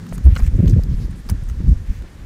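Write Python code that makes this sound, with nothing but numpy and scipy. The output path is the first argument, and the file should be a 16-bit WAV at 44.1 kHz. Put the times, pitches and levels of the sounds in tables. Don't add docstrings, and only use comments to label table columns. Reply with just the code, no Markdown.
import sys
import numpy as np
from scipy import signal
from scipy.fft import rfft, irfft
from scipy.io import wavfile
from scipy.ndimage import uniform_filter1d

SR = 44100
rng = np.random.default_rng(int(sys.argv[2]) if len(sys.argv) > 2 else 0)


def transcribe(u):
    v = np.clip(np.atleast_2d(u).T, -1, 1)
    q = np.round(v * 32767).astype(np.int16)
    wavfile.write(sys.argv[1], SR, q)


def rack_gain(trim_db):
    fader = np.asarray(trim_db, float)
    return 10 ** (fader / 20)


N = 99225


def evened(x):
    return x / np.sqrt(np.mean(x ** 2) + 1e-20)


def coloured(x, points):
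    f, db = np.transpose(points)
    hz = np.fft.rfftfreq(len(x), 1 / SR)
    gain = rack_gain(np.interp(np.log(hz + 1), np.log(f + 1), db))
    return evened(irfft(rfft(x) * gain, len(x)))


def steadied(x, window_s):
    size = int(window_s * SR)
    power = uniform_filter1d(uniform_filter1d(x ** 2, size), size)
    return x / np.sqrt(abs(power) + 0.18)


def add(mix, s, sound):
    part = mix[max(round(s * SR), 0):][:len(sound)]
    part += sound[:len(part)]


def resonate(x, hz, width_hz):
    r = np.exp(-np.pi * width_hz / SR)
    return signal.lfilter([1, 0, -1], [1, -2 * r * np.cos(2 * np.pi * hz / SR), r * r], x)


def resonate_twice(x, hz, width_hz):
    return resonate(resonate(x, hz, width_hz), hz, width_hz)


def wind():
    # t/s, level/dB
    gusts = [(0, -27.5), (.07, -57), (.12, -27), (0.228, -23.5), (0.274, -7), (.39, -20), (.45, -15),
             (.78, -15), (.82, -17.5), (1.06, -19), (1.23, -32), (1.299, -21.5), (1.629, -20.5),
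             (1.698, -12.5), (1.79, -22.5), (2.04, -25), (2.09, -41), (2.2, -30)]
    # start/s, length/s, level/dB
    flurries = [(0, 0.22, -32), (.25, 0.02, -30.5), (0.285, 0.039, -33), (0.389, 0.031, -29.5),
                (0.516, 0.052, -27.5), (0.58, 0.03, -13), (0.624, 0.039, -16), (0.662, 0.07, -18.5),
                (0.729, 0.05, -29.5), (0.757, 0.044, -18.5), (0.837, 0.12, -27.5), (0.973, 0.083, -31),
                (1.084, 0.13, -36), (1.29, 0.068, -32), (1.596, 0.061, -29.5), (1.668, 0.067, -24),
                (1.886, 0.05, -35.5), (1.991, .4, -48)]
    # f/Hz, level/dB
    boom_spectrum = [(8.8, -53), (15, -9.5), (38, 15.5), (76, 3), (124, -2.5), (178, -21.5), (216, -16),
                     (400, -55.5), (520, -25.5), (880, -120)]
    # f/Hz, level/dB
    flutter_spectrum = [(60, -18), (110, -0.5), (180, 3.5), (300, -14), (500, -28.5), (800, -51.5),
                        (1500, -125)]
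    # f/Hz, level/dB
    rasp_spectrum = [(150, -35), (260, 8), (420, -6.5), (620, -23), (850, -40), (1500, -84)]
    flurry_edge_s, rasp_from_db = 0.00455, -21.5
    moan_hz, moan_width_hz, moan_db, moan_end_s = 180, 6, -30, 0.215

    t = np.arange(N) / SR
    gust_db = np.interp(t, *np.transpose(gusts))
    boom_noise, flutter_noise, moan_noise, lump_noise, rasp_noise = rng.standard_normal((5, N))
    boom = rack_gain(-2.5 + gust_db) * steadied(coloured(boom_noise, boom_spectrum), 0.092)

    flutter_level, rasp_level = rack_gain(-20 + gust_db), np.zeros(N)
    for start, length, level_db in flurries:
        shape = np.clip(np.minimum(t - start, start + length - t) / flurry_edge_s, 0, 1) ** 2
        flutter_level = flutter_level + rack_gain(level_db) * shape
        rasp_db = level_db - 20.0 + 0.89 * (level_db - rasp_from_db)
        rasp_level = rasp_level + rack_gain(rasp_db) * shape
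    slow_noise = coloured(lump_noise, [(5, -8.0), (35, -10.5), (80, -16.0), (200, -90)])
    lumps = evened(rack_gain(1.85 * slow_noise))
    flutter = flutter_level * steadied(coloured(flutter_noise, flutter_spectrum), 0.03)
    rasp = rasp_level * steadied(coloured(rasp_noise, rasp_spectrum), 0.0033)

    moan = steadied(evened(resonate_twice(moan_noise, moan_hz, moan_width_hz)), 0.022)
    moan_swell = np.clip((moan_end_s - t) / 0.038, 0, 1) * (0.13 + 6.4 * t)
    return boom + lumps * (flutter + rasp) + rack_gain(moan_db) * moan * moan_swell


def air():
    # f/Hz, level/dB
    hiss_spectrum = [(120, -40), (200, -12), (299, -6.5), (683, -18.5), (1680, -20), (2750, -25.5),
                     (6640, -29), (14600, -41.5), (16000, -43)]
    level_db, fade_db_per_s = -52, -1
    band_hz, band_width_hz, band_db = 1790, 380, -19.5
    patchy_db, flicker_db = 1.1, 0.3

    frames = N // 128 + 6
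    noise = coloured(rng.standard_normal(frames * 128), hiss_spectrum)
    z = signal.stft(noise, nperseg=512, noverlap=384)[2]
    patches = uniform_filter1d(rng.standard_normal(z.shape), 30, 0)
    patches = evened(uniform_filter1d(patches, 14, 1))
    flicker = evened(uniform_filter1d(rng.standard_normal(z.shape[1]), 5))
    z = z * rack_gain(patchy_db * patches + flicker_db * flicker)
    hiss = signal.istft(z, nperseg=512, noverlap=384)[1][:N]
    hiss = hiss + rack_gain(band_db) * hiss.std() * evened(resonate(hiss, band_hz, band_width_hz))
    top = signal.sosfilt(signal.butter(4, 600, "high", fs=SR, output="sos"), hiss)
    return hiss / top.std() * rack_gain(level_db + fade_db_per_s * (np.arange(N) / SR - 2.0))


def taps():
    # t/s, tick level/dB, knock level/dB, link ring f/Hz, knock f/Hz
    contacts = [(0.0658, -38, -36.5, 3600, 1290), (0.1245, -42, -26, 2900, 630),
                (.180, -29.5, -35, 6740, 1200), (0.2409, -38.5, -52, 9350, 900),
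                (.253, -36, -43, 9200, 890), (0.2640, -34, -55.5, 12900, 700),
                (.3545, -38, -33, 7660, 2960), (0.3622, -44, -21.5, 3480, 1454),
                (.3643, -28.5, -25.5, 4420, 1616), (.3695, -54, -22.5, 4000, 1380),
                (0.676, -34.5, -37, 4100, 1190), (0.423, -35, -34, 6440, 1240),
                (0.464, -35, -42, 7900, 2050), (0.658, -41, -40, 4230, 1520),
                (0.696, -29.5, -50, 6400, 1390), (.7085, -38.5, -63, 4930, 1400),
                (0.734, -50, -33.5, 4960, 1670), (0.8358, -31, -47, 4950, 4900),
                (1.11, -41, -61, 9400, 1400), (1.2663, -45, -48, 9500, 1140),
                (1.2892, -27, -29.5, 5100, 1184), (1.298, -22, -38, 10000, 2910),
                (1.3135, -38, -34.5, 9100, 820), (1.4364, -41.5, -57, 9100, 1400),
                (1.4883, -35, -60, 6340, 1400), (1.691, -41.5, -55, 9550, 1390),
                (1.871, -52, -45, 6100, 1850), (2.022, -43, -42, 4160, 1400), (.366, -36, -30, 5200, 930),
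                (.393, -38, -32, 4900, 700), (.3975, -41, -29.5, 5000, 780), (.4025, -37, -34, 4000, 1095),
                (.415, -41, -41, 4000, 1110), (.680, -30, -38.5, 6400, 3065),
                (.6985, -31.5, -55, 4900, 1410), (.719, -41, -58, 5000, 1410),
                (1.296, -24.5, -29, 5000, 1050), (1.2995, -21.5, -43, 6150, 2530),
                (1.3055, -33, -37, 7500, 1400), (1.498, -35.5, -37, 6340, 1310)]
    # f/Hz, level/dB, decay by 60 dB/s
    shaft_modes = [(486, -1.5, 0.023), (1090, -3.5, 0.023), (1394, 6, 0.017), (2024, 0.5, 0.019),
                   (2860, -2, 0.016), (4160, -6.5, 0.015)]
    main_mode_hz = shaft_modes[2][0]
    attack_s, tick_t60_s, snap_t60_s, ring_t60_s = 0.00042, 0.022, 0.0044, 0.013
    knock_gain_db, ring_db, ring_width_hz = 0.5, -3.5, 360
    knock_noise, tick_bright, snap = 0.2, 0.16, 0.79

    out, t = np.zeros(N), np.arange(2200) / SR
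    tick_decay = rack_gain(-60 * t / tick_t60_s) + snap * rack_gain(-60 * t / snap_t60_s)
    noises = rng.standard_normal((len(contacts), 2, len(t)))
    for (s, tick_db, knock_db, ring_hz, knock_hz), z in zip(contacts, noises):
        knock = np.zeros(len(t))
        for k, (hz, db, t60) in enumerate(shaft_modes):
            mode_hz = hz * knock_hz / main_mode_hz * (1 + 0.023 * z[1, k])
            knock += rack_gain(db - 60 * t / t60) * np.sin(2 * np.pi * mode_hz * t + z[1, k + 9])
        roughness = 8 * uniform_filter1d(uniform_filter1d(z[0], size=20), size=14)
        knock = knock * (1 + knock_noise * roughness) / 2
        tick = signal.lfilter([1, -tick_bright], [1], z[1]) * tick_decay / 3
        ring = resonate(z[0] * rack_gain(-60 * t / ring_t60_s), ring_hz, ring_width_hz)
        link = tick + rack_gain(ring_db) * ring / abs(ring).max()
        contact = rack_gain(knock_db + knock_gain_db) * knock + rack_gain(tick_db) * link
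        add(out, s, np.minimum(t / attack_s, 1) * contact)
    return out


def rustles():
    # start/s, length/s, level/dB, centre f/Hz
    slides = [(0.088, 0.01, -49.5, 5660), (0.129, 0.032, -47.5, 9200), (0.345, 0.023, -54, 7000),
              (0.373, 0.024, -45, 6500), (0.261, 0.15, -52, 1890), (0.463, 0.016, -44.5, 1950),
              (0.383, 0.03, -45, 1350), (0.432, 0.051, -52, 6250), (0.433, 0.022, -46, 1890),
              (0.568, 0.12, -54.5, 1930), (0.671, 0.018, -48, 3070), (0.69, 0.024, -49.5, 5800),
              (0.895, 0.059, -56.5, 4600), (1.003, 0.056, -54, 4470), (1.157, .05, -59.5, 9100),
              (1.304, 0.011, -55, 8900), (1.493, 0.025, -59, 6900), (1.67, 0.078, -61, 5500),
              (1.861, 0.14, -56, 1870), (0.468, 0.014, -64, 7200), (0.553, 0.025, -60, 8700),
              (0.946, 0.13, -63, 10200), (1.894, 0.11, -61, 5600), (2.121, .12, -65, 2830),
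              (0.42, 0.02, -58, 13000)]
    grains_per_s, grain_spread_db = 9000, -1.5
    relative_width, wide_db = 0.83, -5

    out = np.zeros(N)
    for (s, length, db, hz), z in zip(slides, rng.random((len(slides), 3, 8000))):
        n = int(length * SR)
        hits = z[0] < grains_per_s / SR
        grains = hits * np.sign(z[1] - 0.5) * rack_gain(-grain_spread_db * np.log(z[2] + 0.017))
        body = evened(resonate_twice(grains, hz, relative_width * hz))
        wide = evened(signal.lfilter([1, -0.4], [1], grains))
        swell = np.sin(np.pi * (np.arange(n) / n) ** 1.16) ** 0.095
        add(out, s, rack_gain(db) * (body + rack_gain(wide_db) * wide)[:n] * swell)
    return out


def slaps():
    # centre t/s, peak level/dB, f/Hz, length/cycles
    eddies = [(0.142, -26, 40, 0.73), (0.267, 1.5, 64, 2.44), (0.328, -3, 72.8, 0.79),
              (0.438, -2.5, 43.4, 1.16), (0.484, -6, 61, 1.16), (.545, -5.5, 34.5, 0.81),
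              (0.601, -3, 85, 0.7), (.64, -10, 171, 3.3), (0.669, -3.5, 87, 1.2), (0.687, -8, 44, 1.55),
              (0.737, -1.5, 109.6, 2.08), (0.769, -5, 117, 1.2), (0.788, -2.5, 74, 0.92),
              (0.898, -7.5, 56.4, 1.17), (0.943, -8.5, 44.8, 0.39), (1.055, -13.5, 42, 1.3),
              (1.324, -10, 85, 1.64), (1.35, -15.5, 39.2, 1.25), (1.442, -21.5, 51.3, 0.88),
              (1.518, -14.5, 67.6, 1.2), (1.608, -17, 60, 0.73), (1.667, -6.5, 79, 0.81),
              (1.688, -4, 59, 1.6), (1.725, -4.5, 66, 1.76), (1.769, -11.5, 37.6, 0.42),
              (1.906, -9, 44, 0.61), (.551, -20, 244, 1), (.590, -15.5, 262, 1.36), (0.627, -22, 326, 0.92),
              (0.704, -12.5, 230, 1.16), (.765, -16.5, 333, 0.72), (.794, -18.5, 372, 0.85),
              (.891, -27, 230, 0.89), (1.318, -22, 229, 0.69), (1.349, -30.5, 262, 4.2),
              (1.605, -21, 244, 1.1), (1.693, -11.5, 150, 2), (.25, -30, 246, 1.8), (.37, -24.5, 150, 2.3),
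              (0.922, -14.5, 130, 2.7), (0.564, -12, 110, 1.3), (1.022, -19.5, 109, 2.4),
              (1.083, -36.5, 396, 2), (1.43, -19.5, 97.5, 1), (1.643, -12.5, 109, 1.2),
              (.265, -36.5, 604, 2.7), (.642, -17, 275, 2.7), (.125, -29, 454, 0.73),
              (.46, -20.5, 146, 2.2), (1.264, -30.5, 220, 2.3)]
    glide, ragged = 0.071, 0.087

    out = np.zeros(N)
    for (s, db, hz, cycles), phase in zip(eddies, rng.random(len(eddies))):
        u = np.arange(-0.06, 0.06, 1 / SR) * hz / cycles
        turn = 2 * np.pi * (cycles * (u + glide * u ** 2) + phase)
        swing = np.cos(turn) + ragged * np.cos(2 * turn + 9 * phase)
        add(out, s - 0.06, rack_gain(db) * np.exp(-3.5 * u ** 2) * swing)
    return out


def scene():
    return (wind() + air() + taps() + rustles() + slaps())[None]


def band_limit(x):
    return signal.sosfilt(signal.butter(12, 16650, fs=SR, output="sos"), x)


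def record(dry):
    edge = signal.firwin(151, 15600, window=("kaiser", 5), fs=SR)[None]
    mix = np.clip(signal.oaconvolve(dry, edge, "same"), -1, 1)
    return band_limit(mix)


dry = scene()
out = record(dry)
transcribe(out)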